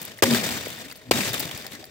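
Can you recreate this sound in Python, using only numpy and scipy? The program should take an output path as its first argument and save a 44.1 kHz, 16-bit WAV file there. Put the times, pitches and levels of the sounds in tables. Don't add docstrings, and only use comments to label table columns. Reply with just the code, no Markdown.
import sys
import numpy as np
from scipy import signal
from scipy.fft import rfft, irfft, next_fast_len
from scipy.io import wavfile

SR = 44100
rng = np.random.default_rng(int(sys.argv[2]) if len(sys.argv) > 2 else 0)


def store_pcm(level_fs):
    pcm = np.round(np.clip(level_fs, -1, 1) * 32767).astype(np.int16)
    wavfile.write(sys.argv[1], SR, np.atleast_2d(pcm).T)


def level_to_linear(level):
    exponent = np.asarray(level, float) / 20
    return 10 ** exponent


N = 83790

# start in seconds, peak in dB, splintering length in seconds, fade meanwhile in dB, blade in dB.
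BLOWS = [
    (0.2236, -4.5, .018, 1, -18),
    (1.1112, -5.5, 0.0088, 9.5, 8.5),
]
# frequency in Hz, density in dB per Hz.
SPLINTER_SPECTRA = [
    [(150, -26), (520, -15), (1300, -5.5), (2400, -12.5), (5000, -14.5), (8300, -18), (10000, -24),
     (15000, -19)],
    [(150, -44), (700, -4), (1450, -20), (2600, -12), (4500, -7), (8300, -20.5), (10500, -29), (14000, -20)],
]
# frequency in Hz, level in dB, T60 in seconds.
KNOCK_MODES = [
    [(106, -15, 0.14), (372, -10.5, 0.13), (451, -2, 0.047), (540, -9.5, 0.16), (635, -4, 0.041),
     (902, -8.5, 0.075)],
    [(95, -18, 0.092), (365, -10.5, 0.064), (500, 7, 0.012), (676, -2, 0.016), (865, -10.5, 0.018)],
]
# frequency in Hz, level in dB, T60 in seconds.
BLADE_MODES = [(3795, -36, .5), (4775, -42, .15)]
# peak time in seconds, peak in dB, frequency in Hz, swell in seconds, fade in seconds.
HUMS = [(0.3356, -15.5, 228, 0.084, 0.022), (.385, -24, 215, 0.0084, 0.018),
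        (0.314, -28.5, 615, 0.016, 0.032), (0.346, -26, 400, 0.016, 0.015), (.435, -29.5, 155, .015, .015),
        (.462, -32.5, 215, 0.012, .025), (0.331, -23, 125, 0.026, 0.017), (1.152, -24, 236, 0.021, 0.02),
        (1.192, -22.5, 258, 0.006, 0.01), (1.215, -26.5, 205, 0.025, 0.024), (1.18, -29, 140, 0.025, 0.018),
        (1.275, -30, 106, 0.016, .015), (1.1, -29, 245, 0.014, 0.012), (1.1, -30.5, 120, 0.015, 0.025),
        (1.308, -29, 140, 0.033, 0.0097)]
# start in seconds, peak in dB, frequency in Hz, T60 in seconds.
BUMPS = [(.312, -19.5, 405, 0.061), (.43, -23, 495, 0.027), (0.669, -20.5, 460, 0.015),
         (0.867, -38.5, 231, 0.092), (1.164, -26, 338, 0.1), (1.425, -31, 338, 0.098),
         (1.45, -30, 140, 0.16), (1.452, -29, 290, 0.068), (1.538, -30, 101, 0.058), (1.733, -39, 243, 0.2),
         (.275, -18.5, 305, .06), (1.405, -30.5, 700, 0.055), (1.65, -39.5, 643, 0.12),
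         (1.83, -38.5, 624, .08), (1.79, -40.5, 333, 0.18)]
# start in seconds, peak in dB, pitch in Hz, length in seconds.
PEBBLES = [(0.921, -33.5, 2070, 0.0055), (0.059, -29.5, 2780, 0.0036), (0.078, -28.5, 2160, 0.0047),
           (0.118, -28.5, 3430, .003), (0.187, -31.5, 2080, 0.0079), (0.256, -17, 2130, 0.0024),
           (0.267, -19, 2100, .003), (.309, -16, 4900, 0.0047), (0.335, -12, 3600, 0.0031),
           (0.3465, -6.5, 1930, 0.003), (0.353, -19, 3420, 0.0056), (.372, -16.5, 3700, 0.0027),
           (0.438, -22, 2400, 0.0037), (0.4893, -13.5, 3860, 0.0021), (.5731, -24, 1710, 0.0044),
           (0.66, -21.5, 2300, 0.0043), (0.682, -30, 3360, 0.0033), (0.702, -26, 3870, 0.0063),
           (0.902, -33, 2670, .004), (1.014, -39.5, 2160, 0.0069), (1.1098, -8, 4700, 0.0021),
           (1.1138, -6.5, 4430, 0.0013), (1.1175, -4, 2560, 0.002), (1.112, -10, 3140, 0.0014),
           (0.536, -32, 2900, 0.0029), (0.6085, -26, 4270, 0.0026), (0.634, -28, 2570, .004),
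           (0.7284, -28, 3400, .003), (0.7484, -29, 5200, .002), (0.781, -31, 2200, .003),
           (0.805, -33, 4900, 0.0036), (.8473, -51, 4200, 0.0041), (0.8824, -35.5, 3670, 0.011),
           (0.8986, -25, 1280, .002), (0.912, -30, 4730, 0.0041), (0.948, -41, 2010, 0.0035),
           (0.9556, -37.5, 5000, 0.0036), (1.037, -46, 4500, .003), (0.173, -34, 3300, 0.0035),
           (.395, -24, 2980, .004), (0.464, -26, 1930, 0.0048), (0.506, -24, 4600, 0.0063)]
LATER_PEBBLES = [(1.206, -17, 2640, 0.015), (1.291, -24, 5400, 0.01), (1.3331, -20, 1840, 0.0063),
                 (1.341, -19, 4050, 0.0039), (1.346, -23, 3750, 0.0028), (1.360, -20, 4000, 0.0018),
                 (1.378, -23, 3600, 0.0046), (1.401, -17.5, 5100, 0.0021), (1.407, -25, 3600, .003),
                 (1.426, -24.5, 4040, 0.013), (1.454, -23.5, 6600, 0.0021), (1.511, -23, 3500, 0.006),
                 (1.576, -28.5, 5550, 0.0035), (1.644, -30, 1960, 0.0026), (1.665, -27, 5030, 0.0044),
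                 (1.7193, -34, 4240, 0.014), (1.731, -35, 2030, 0.0092), (1.75, -30.5, 2040, 0.0098),
                 (1.841, -30.5, 4970, 0.0031), (1.854, -44, 4780, 0.003), (1.1507, -30, 2220, 0.0025),
                 (1.49, -27, 2970, .004), (1.548, -28, 7600, 0.0022), (1.563, -29, 2510, .004),
                 (1.6127, -35, 4600, .003), (1.622, -30, 4960, .003), (1.655, -30.5, 1920, 0.0033),
                 (1.70, -39, 3000, 0.0025), (1.826, -39, 3500, 0.0038), (1.864, -47, 5500, 0.0022)]
# time in seconds, level in dB.
GRIT_FLOW = [(0, -43), (.1, -47), (.15, -51), (.221, -59), (.24, -33), (.3, -31.5), (.35, -28.5), (.4, -32),
             (0.519, -35), (.65, -41.5), (.8, -44.5), (.86, -49), (1.0, -56), (1.108, -56), (1.121, -31),
             (1.201, -32.5), (1.452, -39.5), (1.9, -56)]
# frequency in Hz, density in dB per Hz.
GRIT_SPECTRUM = [(60, -16), (110, 0), (650, -6), (950, -14), (2000, -7.5), (8000, -14), (9800, -23.5),
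                 (15000, -13)]
# frequency in Hz, level in dB, T60 in seconds.
RUBBLE_MODES = [(229, -5, 0.055), (1840, -3, 0.026), (2400, -4.5, 0.03), (3630, 1, 0.012),
                (4720, -2, 0.0068)]
# start in seconds, peak in dB.
TWIGS = [(0.017, -22.5), (0.0286, -24.5), (0.0515, -22), (0.182, -32.5), (0.538, -28), (0.681, -28),
         (.812, -36), (1.332, -19), (1.342, -18), (1.396, -14), (1.402, -18), (1.406, -23), (1.666, -26),
         (1.717, -32), (1.853, -32.5), (0.575, -26), (.6118, -33), (.7265, -37), (.738, -36), (.759, -36),
         (.788, -35), (0.9253, -31), (.962, -34), (0.9727, -39), (1.549, -31), (1.5756, -25), (1.731, -32),
         (1.864, -45), (1.888, -60)]
# frequency in Hz, density in dB per Hz.
AIR_SPECTRUM = [(50, 20), (240, 13), (650, 16.5), (1000, -50), (8000, -81), (10000, -81), (15000, -27)]
# frequency in Hz, left-right likeness from 0 to 1.
PORT_LIKENESS = [(60, 0.34), (250, 0.92), (1000, 0.99), (2500, 0.28), (15000, 0.08)]
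# frequency in Hz, left over right in dB.
PORT_LEAN = [(40, 2), (150, 3), (2000, 1), (5000, 2.5), (9000, 11.5), (14000, 2.5)]
# frequency in Hz, lead of the left in radians.
PORT_LEAD = [(200, 0.51), (780, 0.77), (1380, 1.87), (1720, 1.01), (3450, 0.38), (4570, -0.6), (7580, -1),
             (12000, -1.26)]

SPLINTERS_PER_S, SPLINTER_SPREAD_DB, SPLINTER_T60_S = 16000, 2.5, 0.0091
SPLINTER_CLUMP_DB, SPLINTER_CLUMPS_PER_S = 3.5, 250
KNOCK_LAG_S, KNOCK_CONTACT_HZ, BLADE_CONTACT_HZ = 0.00057, 1490, 8200
HUM_WIDTH_HZ, HUM_ROUGH_DB, HUM_START_S, HUM_SAG_HZ_PER_S = 7, 2.5, 0.02, 170
LANDING_S, CLINK_CYCLES, CLINK_DB, TAP_DB = 0.0009, 22.0, -7, -2.5
SPRAY_DB, SPRAY_REACH = -1, 2.2
HISS_DB, PATCHY_DB, RUBBLE_DB, RUBBLE_SHARE = 5, 1.45, -5.5, 0.29
GRAINS_DB, GRAINS_PER_S, GRAIN_CYCLES, GRAIN_SPREAD_DB = -2.5, 1500, 11.2, 2.5
DULLING_DB_PER_DB, DULL_HZ = 0.21, 5000
TWIG_S, TWIG_SPREAD_DB = 0.0025, 3.5
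AIR_DB = -52.5
DUCK_AHEAD_S, DUCK_DB = 0.014, -24
LOW_CUT_HZ, TOP_HZ = 60, 16020


def rms_one(x):
    return x / np.sqrt(np.mean(x ** 2) + 1e-20)


def at_hz(points, hz):
    p = np.array(points, float)
    return np.interp(np.log(np.maximum(hz, 1)), np.log(np.maximum(p[:, 0], 1)), p[:, 1])


def colour(x, spectrum):
    cepstrum = irfft(np.log(level_to_linear(at_hz(spectrum, np.arange(2049) * SR / 4096))))
    cepstrum[1:2048] *= 2
    cepstrum[2049:] = 0
    h = irfft(np.exp(rfft(cepstrum)))
    return signal.fftconvolve(x, h / np.sqrt(np.sum(h ** 2)))[:N]


def drift(rate):
    r = np.exp(-40 * np.pi * rate / SR)
    slow = signal.lfilter([1], [1, -2 * r, r * r], rng.standard_normal(N // 20 + 2002))[2000:]
    return np.interp(np.arange(N) / 20, np.arange(len(slow)), rms_one(slow))


def ring(clicks, hz, t60_s):
    r, w = level_to_linear(-60 / (t60_s * SR)), 2 * np.pi * hz / SR
    return signal.lfilter([0, np.sin(w)], [1, -2 * r * np.cos(w), r * r], clicks + 1e-18)


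def thud(push, hz, t60_s):
    radiates = signal.butter(2, hz / 2, "high", fs=SR, output="sos")
    return signal.sosfilt(radiates, ring(push, hz, t60_s))


def click(s, hz):
    out, t = np.zeros(N + 2000), np.arange(2000) * 2 * np.pi * hz / SR
    pulse = t * np.exp(-t)
    out[int(s * SR):][:2000] = pulse / np.sum(pulse)
    return out[:N]


def grains(per_s, spread_db):
    sizes = level_to_linear(spread_db * np.minimum(rng.exponential(1, N), 4)) * rng.choice([-1, 1], N)
    return sizes * (rng.random(N) < per_s / SR)


def splinters():
    t, out = np.arange(N) / SR, np.zeros(N)
    clump_db = SPLINTER_CLUMP_DB * drift(SPLINTER_CLUMPS_PER_S)
    bits = level_to_linear(clump_db) * rms_one(grains(SPLINTERS_PER_S, SPLINTER_SPREAD_DB))
    for (s, db, length_s, fade_db, _), spectrum in zip(BLOWS, SPLINTER_SPECTRA):
        since = np.maximum(t - s, 0)
        bite_db = db - 8.5 - fade_db * since / length_s
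        die_db = -60 * np.maximum(since - length_s, 0) / SPLINTER_T60_S
        out += colour(bits * (t > s) * level_to_linear(bite_db + die_db), spectrum)
    return out


def knocks():
    out = np.zeros(N)
    for (s, db, *_), modes in zip(BLOWS, KNOCK_MODES):
        push = click(s + KNOCK_LAG_S, KNOCK_CONTACT_HZ)
        out -= sum(level_to_linear(db + mode_db) * thud(push, hz, t60_s) for hz, mode_db, t60_s in modes)
    return out


def blade():
    out = np.zeros(N)
    for s, *_, blade_db in BLOWS:
        contact = click(s, BLADE_CONTACT_HZ)
        out += sum(level_to_linear(blade_db + db) * ring(contact, hz, t60_s) for hz, db, t60_s in BLADE_MODES)
    return out


def log():
    t, out = np.arange(N) / SR, np.zeros(N)
    for s, db, hz, swell_s, fade_s in HUMS:
        blow_s = max(b[0] for b in BLOWS if b[0] < s)
        sag_hz = HUM_SAG_HZ_PER_S * np.clip(t - s, -.1, .2)
        pitch_hz = hz - sag_hz + HUM_WIDTH_HZ * drift(11.3)
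        tone = np.sin(2 * np.pi * np.cumsum(pitch_hz) / SR) * level_to_linear(HUM_ROUGH_DB * drift(63))
        onset = np.clip((t - blow_s) / HUM_START_S, 0, 1)
        swell = np.exp(np.where(t < s, (t - s) / swell_s, (s - t) / fade_s))
        out += level_to_linear(db) * onset * swell * tone
    for s, db, hz, t60_s in BUMPS:
        push = click(s, 2 * hz)
        out += level_to_linear(db) * (thud(push, hz, t60_s) + 1.04 * thud(push, 1.2 * hz, t60_s))
    return out


def pebble_taps():
    out = np.zeros(N)
    for s, db, hz, _ in PEBBLES + LATER_PEBBLES:
        out += level_to_linear(db + TAP_DB) * ring(click(s + LANDING_S, 2 * hz), hz, CLINK_CYCLES / hz)
    return out


def pebbles():
    since, rattle = np.arange(3000) / SR, rms_one(grains(12000, 2.5))
    clinks, spray = np.zeros(N), np.zeros(N)
    for s, db, hz, length_s in PEBBLES + LATER_PEBBLES:
        i = slice(int(s * SR), int(s * SR) + len(since))
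        envelope = level_to_linear(db) * np.minimum(since / LANDING_S, 1) * np.exp(-since / max(length_s, .001))
        burst = rattle[i] * envelope[:len(rattle[i])]
        keep = np.exp(-2 * np.pi * SPRAY_REACH * hz / SR)
        spray[i] += signal.lfilter([1 - keep], [1, -keep], burst)
        evenness = np.sqrt(hz / CLINK_CYCLES / SR * 28)
        clinks[i] += level_to_linear(CLINK_DB) * ring(burst, hz, CLINK_CYCLES / hz) * evenness
    spectrum = [(300, -24), (1190, -3), (5000, 0.5), (10000, -5.5), (14000, -2.5)]  # Hz, dB per Hz
    return clinks + level_to_linear(SPRAY_DB) * colour(spray, spectrum)


def sand_hiss(together):
    white, edges_hz = colour(rng.standard_normal(N), GRIT_SPECTRUM), 45 * 2 ** np.arange(0, 8.6, .5)
    out = np.zeros(N)
    for k, (low_hz, high_hz) in enumerate(zip(edges_hz, edges_hz[1:])):
        band = signal.butter(2, [low_hz, high_hz], "band", fs=SR, output="sos")
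        patches = level_to_linear(PATCHY_DB * (1.55 * together + drift(50)))
        out += patches * signal.sosfilt(band, white) * (-1) ** k
    return rms_one(out)


def grit(together):
    born = grains(GRAINS_PER_S * level_to_linear(1.5 * together), GRAIN_SPREAD_DB)
    dealt = rng.integers(0, 24, N)
    stones = sum(ring(born * (dealt == k), hz, GRAIN_CYCLES / hz)
                 for k, hz in enumerate(np.geomspace(900, 15000, 24)))
    struck = born * (rng.random(N) < RUBBLE_SHARE)
    rubble = sum(level_to_linear(db) * rms_one(ring(struck * rng.standard_normal(N), hz, t60_s))
                 for hz, db, t60_s in RUBBLE_MODES)
    sand = level_to_linear(HISS_DB) * sand_hiss(together) + level_to_linear(GRAINS_DB) * rms_one(colour(stones, GRIT_SPECTRUM))
    low = signal.sosfilt(signal.butter(1, DULL_HZ, fs=SR, output="sos"), sand)
    flow = level_to_linear(np.interp(np.arange(N) / SR, *np.transpose(GRIT_FLOW)))
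    top = (sand - low) * (flow / level_to_linear(-40)) ** DULLING_DB_PER_DB
    return flow * (low + top + level_to_linear(RUBBLE_DB) * rubble)


def twigs():
    t = np.arange(N) / SR
    envelope = sum((t > s) * level_to_linear(db) * np.exp(-np.maximum(t - s, 0) / TWIG_S) for s, db in TWIGS)
    crackle = envelope * rms_one(grains(12000, TWIG_SPREAD_DB))
    return colour(crackle, [(2000, -26), (10900, -6), (14500, 0.1)])


def air():
    return level_to_linear(AIR_DB) * colour(rng.standard_normal(N), AIR_SPECTRUM)


def limiter_duck():
    t = np.arange(N) / SR
    return level_to_linear(sum(DUCK_DB * np.clip(1 - (s - t) / DUCK_AHEAD_S, 0, 1) * (t < s) for s, *_ in BLOWS))


def ports(alike_part, unlike_part):
    size = next_fast_len(N + 4096)
    hz = np.arange(size // 2 + 1) * SR / size
    alike = np.clip(at_hz(PORT_LIKENESS, hz), 0, 1)
    turn = level_to_linear(at_hz(PORT_LEAN, hz) / 2) * np.exp(.5j * at_hz(PORT_LEAD, hz))
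    mid = np.sqrt((1 + alike) / 2) * rfft(alike_part, size)
    side = np.sqrt((1 - alike) / 2) * rfft(unlike_part, size)
    return np.array([irfft((mid + side) * turn, size)[:N], irfft((mid - side) / turn, size)[:N]])


def scene():
    together, duck = drift(45), limiter_duck()
    first, second = [splinters() + duck * (grit(together) + pebbles() + twigs() + air()) for _ in range(2)]
    solid = knocks() + blade() + pebble_taps() + duck * log()
    return ports(first + solid, second)


def band_limit(x):
    return signal.sosfilt(signal.butter(12, 17010, fs=SR, output="sos"), x)


def record(dry):
    x = signal.sosfilt(signal.butter(4, LOW_CUT_HZ, "high", fs=SR, output="sos"), dry)
    x = signal.sosfilt(signal.cheby2(16, 34, TOP_HZ, fs=SR, output="sos"), x)
    mix = 1.22 * np.tanh(x / 1.393)
    return band_limit(mix)


dry = scene()
out = record(dry)
store_pcm(out)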